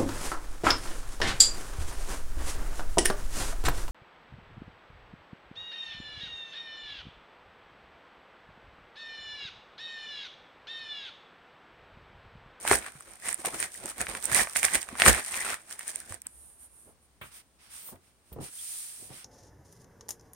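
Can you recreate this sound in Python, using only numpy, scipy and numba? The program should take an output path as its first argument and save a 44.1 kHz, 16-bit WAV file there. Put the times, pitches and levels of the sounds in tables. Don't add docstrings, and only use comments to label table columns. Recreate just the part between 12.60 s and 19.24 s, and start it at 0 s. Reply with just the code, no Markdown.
import sys
import numpy as np
from scipy import signal
from scipy.fft import rfft, irfft, next_fast_len
from scipy.io import wavfile
from numba import njit

SR = 44100
rng = np.random.default_rng(int(sys.argv[2]) if len(sys.argv) > 2 else 0)


def int16_out(signal):
    q = np.round(np.clip(np.atleast_2d(signal).T, -1, 1) * 32767)
    wavfile.write(sys.argv[1], SR, q.astype(np.int16))


N = 292912
TIME_S = np.arange(N) / SR

# (frequency [Hz], density [dB])
TICK_SPECTRUM = [(500, -34), (2000, -16), (4500, -12), (6500, -3.5), (8500, 8.5), (10000, 1.5),
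                 (12500, -0.5), (16000, -3.5)]
# (frequency [Hz], density [dB])
CREAK_SPECTRUM = [(100, -27.5), (400, -17), (750, -3), (1050, -2), (1400, -3), (1950, 0), (2350, -0.5),
                  (2900, -7.5), (4000, -9), (8000, -29)]


def from_db(db):
    return 10 ** (np.asarray(db) / 20)


def rms_one(x):
    return x / np.sqrt(np.mean(x ** 2) + 1e-20)


def at_hz(points, hz):
    points_hz, values = np.transpose(points)
    return np.interp(np.log(hz + 1), np.log(points_hz), values)


def panned(db):
    gains = from_db(np.array([np.atleast_1d(db), -np.atleast_1d(db)]) / 2)
    return gains / np.sqrt(np.mean(gains ** 2, axis=0))


def response(spectrum, size=4096):
    cepstrum = irfft(np.log(from_db(at_hz(spectrum, np.fft.rfftfreq(size, 1 / SR)))))
    cepstrum[1:size // 2] *= 2
    cepstrum[size // 2 + 1:] = 0
    return irfft(np.exp(rfft(cepstrum)))


def through(x, impulse):
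    return signal.oaconvolve(x, np.atleast_2d(impulse), axes=1)[:, :N]


def coloured(x, spectrum):
    impulse = response(spectrum)
    return through(x, impulse / np.linalg.norm(impulse))


def resonance(x, hz, q):
    b, a = signal.iirpeak(hz, q, fs=SR)
    return signal.lfilter(b / np.sqrt(b[0]), a, x)


def double_resonance(x, hz, q):
    return resonance(resonance(x, hz, q), hz, q)


@njit
def gliding_resonance(x, rad_per_sample, radius):
    y = np.zeros_like(x)
    for c in range(2):
        for i in range(2, x.shape[1]):
            feedback = 2 * radius * np.cos(rad_per_sample[i]) * y[c, i - 1] - radius ** 2 * y[c, i - 2]
            y[c, i] = x[c, i] - x[c, i - 2] + feedback
    return y


def stereo_noise():
    # (frequency [Hz], left-right correlation [ratio])
    correlation = [(50, 0.11), (130, 0.71), (350, 0.9), (700, 0.88), (1400, 0.34), (3000, 0.039), (6500, 0),
                   (16000, 0)]
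    size = next_fast_len(N)
    mid, side = rfft(rng.standard_normal((2, size)))
    alike = at_hz(correlation, np.fft.rfftfreq(size, 1 / SR))
    spectra = np.sqrt(1 + alike) * mid + np.sqrt(1 - alike) * side * [[1], [-1]]
    return rms_one(irfft(spectra, size)[:, :N])


def dying(x, fall_s):
    pole = np.exp(-1 / (fall_s * SR))
    return signal.lfilter([1 - pole], [1, -pole], x + 1e-18)


def slips(per_s, spread_db, width_db):
    at = np.flatnonzero(rng.random(N) < per_s / SR)
    size, side = rng.exponential(1, N)[at], rng.standard_normal(N)[at]
    energy = np.zeros((2, N))
    energy[:, at] = (from_db(spread_db * np.minimum(size, 3)) * panned(width_db * side)) ** 2
    return energy / energy.mean()


def grainy(energy, fall_s, smooth):
    return stereo_noise() * np.sqrt(smooth + (1 - smooth) * dying(energy, fall_s))


def stroke(start_s, length_s):
    return np.sin(np.pi * np.clip((TIME_S - start_s) / length_s, 0, 1)).clip(0)


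def sweeps(rows):
    return np.sqrt(sum((from_db(db) * stroke(s, length_s)) ** 2 for s, length_s, db in rows))


def contacts(rows, spectrum):
    power = np.zeros(N)
    for peak_s, db, rise_s, fall_s in rows:
        decay = np.maximum((peak_s - TIME_S) / rise_s, (TIME_S - peak_s) / fall_s)
        power += from_db(db) ** 2 * np.exp(-2 * np.minimum(decay, 20))
    return coloured(np.sqrt(power) * stereo_noise(), spectrum)


def bumps(rows, rise_cycles, fall_cycles):
    out, t = np.zeros((2, N + SR)), TIME_S[:SR // 4]
    for start_s, db, hz, pan_db in rows:
        cycles, start = hz * t, round(start_s * SR)
        envelope = (1 - np.exp(-cycles / rise_cycles)) * np.exp(-cycles / fall_cycles)
        swing = envelope * np.sin(2 * np.pi * cycles)
        out[:, start:start + len(t)] += from_db(db) * swing * panned(pan_db)
    return out[:, :N]


def room_tone():
    # (frequency [Hz], density [dB])
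    spectrum = [(20, -12), (45, -11), (62, 2), (90, -6), (200, -8.5), (500, -14), (1200, -17),
                (3500, -23.5), (8000, -25.5), (11000, -23), (16000, -24)]
    return from_db(-66.5) * coloured(stereo_noise(), spectrum)


def drone():
    # (time [s], level [dB])
    levels = [(0, -92), (3.598, -74), (3.87, -60.5), (4.05, -71.5), (5.1, -70), (5.6, -79), (6.64, -74)]
    gain = from_db(np.interp(TIME_S, *np.transpose(levels)))
    return gain * rms_one(double_resonance(stereo_noise(), hz=61, q=3.3))


def reflections(x, t60_s=0.19, cutoff_hz=3500):
    t = TIME_S[:SR // 2]
    tail = rng.standard_normal((2, len(t))) * from_db(-60 * t / t60_s) * (t > 0.005)
    tail = signal.sosfilt(signal.butter(1, cutoff_hz, fs=SR, output="sos"), tail)
    return through(x, tail / np.linalg.norm(tail, axis=1, keepdims=True))


def skirt():
    # (time [s], length [s], level [dB])
    strokes = [(3.64, 0.38, -55), (3.97, 0.12, -52), (4.06, 0.29, -58), (4.40, .08, -68.5)]
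    # (frequency [Hz], density [dB])
    spectrum = [(200, -17), (900, -10.5), (2500, -17.5), (5000, -19.5), (7500, -10), (9500, 0.5),
                (10800, 8.5), (12500, -2.5), (15500, -16)]
    return coloured(sweeps(strokes) * stereo_noise(), spectrum) * from_db(3) * panned(-2.5)


def tile_slides(rub_exponent=0.47):
    # (time [s], length [s], rub [dB], hiss [dB])
    slides = [(4.605, .11, -65, -58), (4.703, 0.12, -56.5, -53), (4.985, .13, -59.5, -62.5),
              (5.09, 0.16, -54.5, -48), (5.197, 0.15, -67, -51.5), (5.409, 0.12, -71, -70),
              (5.63, 0.15, -72.5, -68), (5.8, 0.1, -52, -46), (5.862, 0.54, -57, -41),
              (6.286, 0.24, -62.5, -48.5), (6.487, .17, -53.5, -51)]
    # (time [s], length [s], level [dB])
    catches = [(5.98, 0.031, -52.5)]
    # (frequency [Hz], density [dB])
    rub_spectrum = [(100, -21), (600, -13.5), (1400, -4), (2400, -3.5), (3300, -4.5), (4300, -8),
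                    (5500, -5.5), (12000, -49)]
    hiss_spectrum = [(500, -55), (2000, -9.5), (4500, -3), (7000, 0), (9500, 5.5), (10800, 9), (13000, 5),
                     (16000, -1)]
    rub_gain, hiss_gain = np.zeros((2, N))
    for start_s, length_s, rub_db, hiss_db in slides:
        speed = stroke(start_s, length_s)
        rub_gain = np.hypot(rub_gain, from_db(rub_db) * speed ** rub_exponent)
        hiss_gain = np.hypot(hiss_gain, from_db(hiss_db) * speed)
    energy = slips(per_s=2000, spread_db=9.5, width_db=9)
    rub = coloured(rub_gain * grainy(energy, fall_s=0.00085, smooth=0.78), rub_spectrum)
    hiss = coloured(hiss_gain * grainy(energy, fall_s=0.00048, smooth=0.9), hiss_spectrum)
    catch = sweeps(catches) * rms_one(double_resonance(stereo_noise(), hz=3340, q=9))
    return rub * from_db(-1.5) * panned(-1.9) + hiss * from_db(2.5) * panned(-1.5) + catch


def scuff_and_landings():
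    # (time [s], level [dB], rise [s], fall [s])
    flops = [(4.275, -58, .02, 0.033), (5.327, -47.5, .005, 0.024), (5.718, -48, 0.004, 0.034),
             (5.763, -41, 0.0026, 0.023), (5.787, -36, 0.002, 0.012), (5.809, -39, 0.0061, 0.026),
             (6.425, -54, 0.021, 0.049), (6.503, -45, 0.0045, 0.028)]
    scuff_and_pats = [(3.668, -46.5, 0.011, 0.003), (4.614, -38.5, 0.0008, 0.029),
                      (5.359, -54, .001, 0.0046)]
    # (frequency [Hz], density [dB])
    flop_spectrum = [(25, -4), (65, -1.5), (130, 2), (300, -1), (600, -6.5), (950, -12.5), (1500, -26.5),
                     (4000, -44), (12000, -49)]
    scuff_and_pat_spectrum = [(40, -2), (140, 11.5), (300, 3), (800, 0.5), (1400, 8.5), (2300, 5.5),
                              (3500, 0), (6000, -29), (14000, -1)]
    return contacts(flops, flop_spectrum) + contacts(scuff_and_pats, scuff_and_pat_spectrum)


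def tile_edges():
    # (time [s], level [dB], rise [s], fall [s])
    scuffs = [(4.29, -60, 0.022, 0.036), (5.292, -55.5, .003, 0.012), (5.329, -49.5, 0.0091, 0.014),
              (5.356, -53, .004, 0.0061)]
    swishes = [(4.77, -51, 0.035, 0.024), (5.285, -36.5, 0.05, 0.023), (5.729, -38, 0.0026, 0.0086)]
    # (frequency [Hz], density [dB])
    scuff_spectrum = [(60, -19), (200, -8), (450, -2), (800, -4), (1150, -10), (1600, -15), (3000, -31),
                      (10000, -24)]
    swish_spectrum = [(3000, -23), (7000, -32), (10000, -21), (12000, -11), (14000, -5), (16000, -9)]
    return contacts(scuffs, scuff_spectrum) + contacts(swishes, swish_spectrum)


def tile_thuds():
    # (time [s], level [dB], pitch [Hz], pan [dB])
    thuds = [(5.288, -40.5, 1050, -2), (5.335, -51.5, 89.4, -2), (5.716, -40.5, 66, 1),
             (5.788, -34, 147, 1), (6.505, -41.5, 125, -3)]
    return bumps(thuds, rise_cycles=0.35, fall_cycles=2.74)


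def pack_knocks():
    # (time [s], level [dB], pitch [Hz], pan [dB])
    knocks = [(.113, -10, 410, 3), (0.353, -43.5, 146, -1), (.793, -41.5, 330, -4), (0.846, -30, 630, -5),
              (0.876, -27.5, 483, 3), (0.936, -38, 298, -6), (1.25, -36, 340, -1), (1.40, -39, 100, -11),
              (1.72, -32, 120, -1), (2.327, -33.5, 250, 1), (2.476, -21.5, 64, -12),
              (3.505, -38.5, 95.6, -8.5)]
    return bumps(knocks, rise_cycles=0.11, fall_cycles=2)


def snap(gains, tail_share, fall_s, size):
    click = np.zeros((2, size))
    click[:, :1] = gains
    tail = np.sqrt(tail_share * dying(click ** 2, fall_s)) * rng.standard_normal((2, size))
    return np.sqrt(1 - tail_share) * click + tail


def film_snaps(size=1024):
    # (time [s], knock [dB], tick [dB], pan [dB], foam ring [Hz])
    buckles = [(0.0513, -9.5, -15, -3, 725), (.077, -2.5, 2.5, -7.5, 1630), (0.1133, 10.5, -0.5, -1.5, 850),
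               (0.1318, 2.5, -16.5, -6, 1280), (0.1868, -24, -7, -19, 1600), (0.2636, -14, -10, 3, 1360),
               (0.4074, -25, -17, -2, 1240), (0.6862, -15, -0.5, -7, 2010), (.6906, -14, -2, -5, 2100),
               (0.7284, -25, -1, -3, 1850), (0.744, -27, -1.5, -11, 1840), (1.002, -21, 2, 2, 1520),
               (1.0274, -6.5, 0, -13, 1710), (1.2581, -16.5, -3, -12, 624), (1.3815, -30, -8, -23, 1850),
               (1.4143, -12.5, 4.5, 1, 1730), (1.4685, -9.5, -32, 3, 1770), (1.5509, -10, -10, 0, 1650),
               (1.6416, -24, 0, -27, 1160), (1.655, -26, 5.5, -13, 2140), (1.7171, -6.5, -19, -14, 1200),
               (1.761, -6, 7, -24, 1820), (1.7784, -2, -7, 2, 1910), (1.8724, -9.5, -28, 0, 1020),
               (1.9607, -2.5, -11, -4, 1800), (1.9718, -7.5, 7, -30, 2040), (2.0309, -2, 8, -10, 2150),
               (2.0465, -0.5, -3, -9.5, 1840), (2.0832, -7, -8, -12, 1830), (2.1355, -26, 3, -17, 1790),
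               (2.1546, -1.5, 10, -4.5, 1850), (2.229, -19, -5, -5, 2270), (2.2887, -14, -11, -6, 1270),
               (2.3538, -13, -21, -3, 990), (2.3997, 0.5, 5, -0.5, 2090), (2.42, 10.5, 1.5, -3, 2100),
               (2.4621, 11, 9.5, 2, 1480), (2.4838, -1.5, -3.5, -4.5, 1700), (2.5479, -9, -6, -14, 1600),
               (2.7427, -8, -7, 3, 2270), (2.8512, -20, -9, 6, 1650), (2.9427, -13.5, -5, -5, 1630),
               (3.1099, -24, -7.5, -3, 1570), (3.1929, -22.5, -5.5, -7, 1500),
               (3.2089, -18.5, -14, -1, 2060), (3.2793, -39, -2, 16, 2090), (3.3586, -22, -3, -5, 2270),
               (3.5235, -17.5, -7, -1, 1020), (3.543, -27, -8, -17, 1980), (3.6186, -36, -9.5, -7, 2200),
               (3.6684, -32.5, -0.5, -1.5, 1010)]
    # (frequency [Hz], density [dB])
    knock_spectrum = [(30, -16), (100, -9.5), (350, -10.5), (700, 7), (1100, 0.5), (1800, 4.5), (2400, 3.5),
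                      (3200, -13.5), (6000, -8.5), (12000, -37)]
    knocks, rings, ticks = np.zeros((3, 2, N))
    for start_s, knock_db, tick_db, pan_db, hz in buckles:
        at = slice(round(start_s * SR), round(start_s * SR) + size)
        pan = panned(pan_db)
        knock = snap(from_db(knock_db) * pan, tail_share=0.3, fall_s=0.0015, size=size)
        knocks[:, at] += knock
        rings[:, at] += double_resonance(knock, hz, q=1.3) * np.sqrt(10 * hz / SR)
        ticks[:, at] += snap(from_db(tick_db) * pan, tail_share=0.91, fall_s=0.0005, size=size)
    foam = from_db(-8) * coloured(knocks, knock_spectrum) + from_db(-6) * rings
    return foam + from_db(-8.5) * coloured(ticks, TICK_SPECTRUM)


def film_creases(count=9):
    energy = slips(per_s=300, spread_db=3.5, width_db=10.5)
    crease_index = rng.integers(0, count, N)
    noise = rng.standard_normal((2, N))
    rings = np.zeros((2, N))
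    for k, hz in enumerate(np.geomspace(4200, 13000, count)):
        envelope = np.sqrt(dying(energy * (crease_index == k), fall_s=0.00035))
        rings += resonance(envelope * noise, hz, q=5.2)
    return coloured(rings, TICK_SPECTRUM)


def foam_squeak(hz, width_hz=280):
    energy = slips(per_s=150, spread_db=4, width_db=0.5)
    kicks = coloured(grainy(energy, fall_s=0.0013, smooth=0.15), CREAK_SPECTRUM)
    return rms_one(gliding_resonance(kicks, 2 * np.pi * hz / SR, np.exp(-np.pi * width_hz / SR)))


def held(start_s, rise_s, hold_s, fall_s=0.021):
    t = TIME_S - start_s
    return np.exp(-np.clip(np.maximum(-t / rise_s, (t - hold_s) / fall_s), 0, 20))


def grip(stir_hz=1400, wander_db=2.5, wanders_per_s=52):
    # (time [s], rise [s], hold [s], bump [dB], creak [dB], crinkle [dB], foam ring [Hz])
    squeezes = [(0.034, 0.031, 0.034, -51, -50, -38, 900.0),
                (0.084, 0.019, 0.046, -39.5, -29.5, -26.5, 1600.0),
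                (0.122, 0.012, 0.022, -29, -26.5, -19, 1750.0),
                (0.217, 0.018, 0.069, -56, -44.5, -44.5, 1500.0),
                (0.479, 0.008, 0.054, -54.5, -55.5, -49.5, 1200.0),
                (0.659, 0.02, 0.056, -50, -39.5, -32.5, 1900.0),
                (0.794, 0.013, 0.026, -54.5, -53, -41.0, 1000.0),
                (0.853, 0.006, 0.016, -39.5, -32, -28.5, 800.0),
                (0.943, 0.019, 0.003, -40.5, -39.5, -33.0, 1300.0),
                (1.005, 0.024, 0.036, -48.5, -37.5, -29.5, 1900.0),
                (1.141, 0.024, 0.038, -61, -57, -39.5, 2000.0),
                (1.232, 0.028, 0.038, -45.5, -47, -42.5, 1300.0),
                (1.279, 0.014, 0.028, -58, -47.0, -36.5, 1300.0),
                (1.406, 0.019, 0.012, -38.5, -35, -30, 1650.0),
                (1.491, 0.017, 0.082, -45, -40.5, -37.5, 1100.0),
                (1.64, 0.016, 0.022, -52, -45.5, -32, 1400.0),
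                (1.683, 0.013, 0.05, -42.5, -39, -39, 1400.0),
                (1.756, 0.027, 0.057, -36.5, -27.0, -19, 1900.0),
                (1.882, 0.014, 0.052, -63, -51, -41, 1200.0),
                (1.958, 0.005, 0.034, -48, -37.0, -25, 2050.0),
                (2.043, 0.012, 0.004, -40, -27.5, -18.5, 1900.0),
                (2.089, 0.013, 0.03, -60, -40, -36.5, 1750.0),
                (2.149, 0.016, 0.003, -35, -27, -20.0, 1950.0),
                (2.212, 0.006, 0.005, -59, -44.5, -35.5, 1900.0),
                (2.291, 0.026, 0.074, -52.5, -49, -50.5, 1200.0),
                (2.401, 0.015, 0.06, -48, -30.5, -27.5, 2000.0),
                (2.48, 0.022, 0.004, -20, -16, -10, 1700.0),
                (2.521, 0.014, 0.074, -43.5, -33.5, -30.5, 1700.0),
                (2.681, 0.046, 0.009, -68, -42, -32.5, 1900.0),
                (2.727, 0.023, 0.103, -50, -37.5, -32.0, 1900.0),
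                (2.848, 0.006, 0.087, -49.5, -35.5, -32.5, 1400.0),
                (3.12, 0.023, 0.004, -63, -46.5, -37, 1600.0), (3.19, 0.01, 0.079, -81, -52, -44, 2000.0),
                (3.277, 0.007, 0.02, -57.5, -46.5, -32.0, 1650.0),
                (3.341, 0.023, 0.075, -59.5, -54.5, -44, 1700.0),
                (3.497, 0.024, 0.044, -52.5, -51.5, -42, 1700.0)]
    # (bump [dB], creak [dB], crinkle [dB])
    stir_db = [-66.5, -60.5, -53]
    wander = np.interp(TIME_S * wanders_per_s, np.arange(1024), rng.standard_normal(1024))
    stir = held(0, rise_s=0.021, hold_s=3.55) * from_db(wander_db * wander)
    power = np.outer(from_db(stir_db), stir) ** 2
    weighted_pitch = stir_hz * power[1]
    for start_s, rise_s, hold_s, *levels_db, hz in squeezes:
        squeeze = np.outer(from_db(levels_db), held(start_s, rise_s, hold_s)) ** 2
        power += squeeze
        weighted_pitch += hz * squeeze[1]
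    return *np.sqrt(power), weighted_pitch / power[1]


def pack_handling():
    # (time [s], pan [dB])
    swing = [(1.4, -1), (1.75, -3.5), (2.2, -3.5), (2.42, -1)]
    # (frequency [Hz], density [dB])
    film_spectrum = [(300, -31), (1500, -12.5), (3200, -3.5), (4300, -5), (5400, -0.5), (6800, 0),
                     (10000, 3.5), (13000, 2), (16000, -7)]
    body_spectrum = [(25, -21.5), (45, -1.5), (65, 1), (90, -8), (160, -6.5), (340, -5), (550, -4.5),
                     (800, -5), (1500, -34.5), (4000, -61.5)]
    bump, creak, crinkle, foam_hz = grip()
    energy = slips(per_s=550, spread_db=-1, width_db=5.5)
    film = coloured(crinkle * grainy(energy, fall_s=0.00042, smooth=0.61), film_spectrum) * from_db(-7.5)
    film += crinkle * film_creases() * from_db(-18) * panned(-1.1)
    folds = grainy(slips(per_s=76, spread_db=4, width_db=7.5), fall_s=0.0005, smooth=0)
    film += coloured(crinkle * folds, film_spectrum) * from_db(-10)
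    foam = coloured(creak * grainy(energy, fall_s=0.00086, smooth=0.2), CREAK_SPECTRUM) * from_db(-3.5)
    foam += creak * foam_squeak(foam_hz) * from_db(-4.5)
    body = coloured(bump * grainy(energy, fall_s=0.0028, smooth=0.23), body_spectrum) * from_db(-1)
    swing_db = np.interp(TIME_S, *np.transpose(swing))
    return (film + foam) * panned(swing_db) + body * panned(-1.5)


def scene(left_lag_samples=5):
    near = pack_handling() + film_snaps() + pack_knocks()
    far = tile_slides() + skirt() + scuff_and_landings() + tile_edges() + tile_thuds()
    far[0] = np.pad(far[0], (left_lag_samples, 0))[:N]
    far *= panned(-0.64)
    background = room_tone() + drone()
    return near + far + reflections(from_db(-19) * near + from_db(-17) * far) + background


def record(dry, cutoff_hz=15900):
    # (frequency [Hz], gain [dB])
    port_gain = [(20, -1), (6500, 1), (7600, 1.5), (8400, 6.5), (9200, 10), (9850, 2), (10700, -14.5),
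                 (11700, -6.5), (16000, -3.5)]
    clipped = np.clip(through(dry, response(port_gain)), -1, 1)
    return signal.sosfilt(signal.ellip(10, 0.1, 70, cutoff_hz, fs=SR, output="sos"), clipped)


dry = scene()
out = record(dry)
int16_out(out)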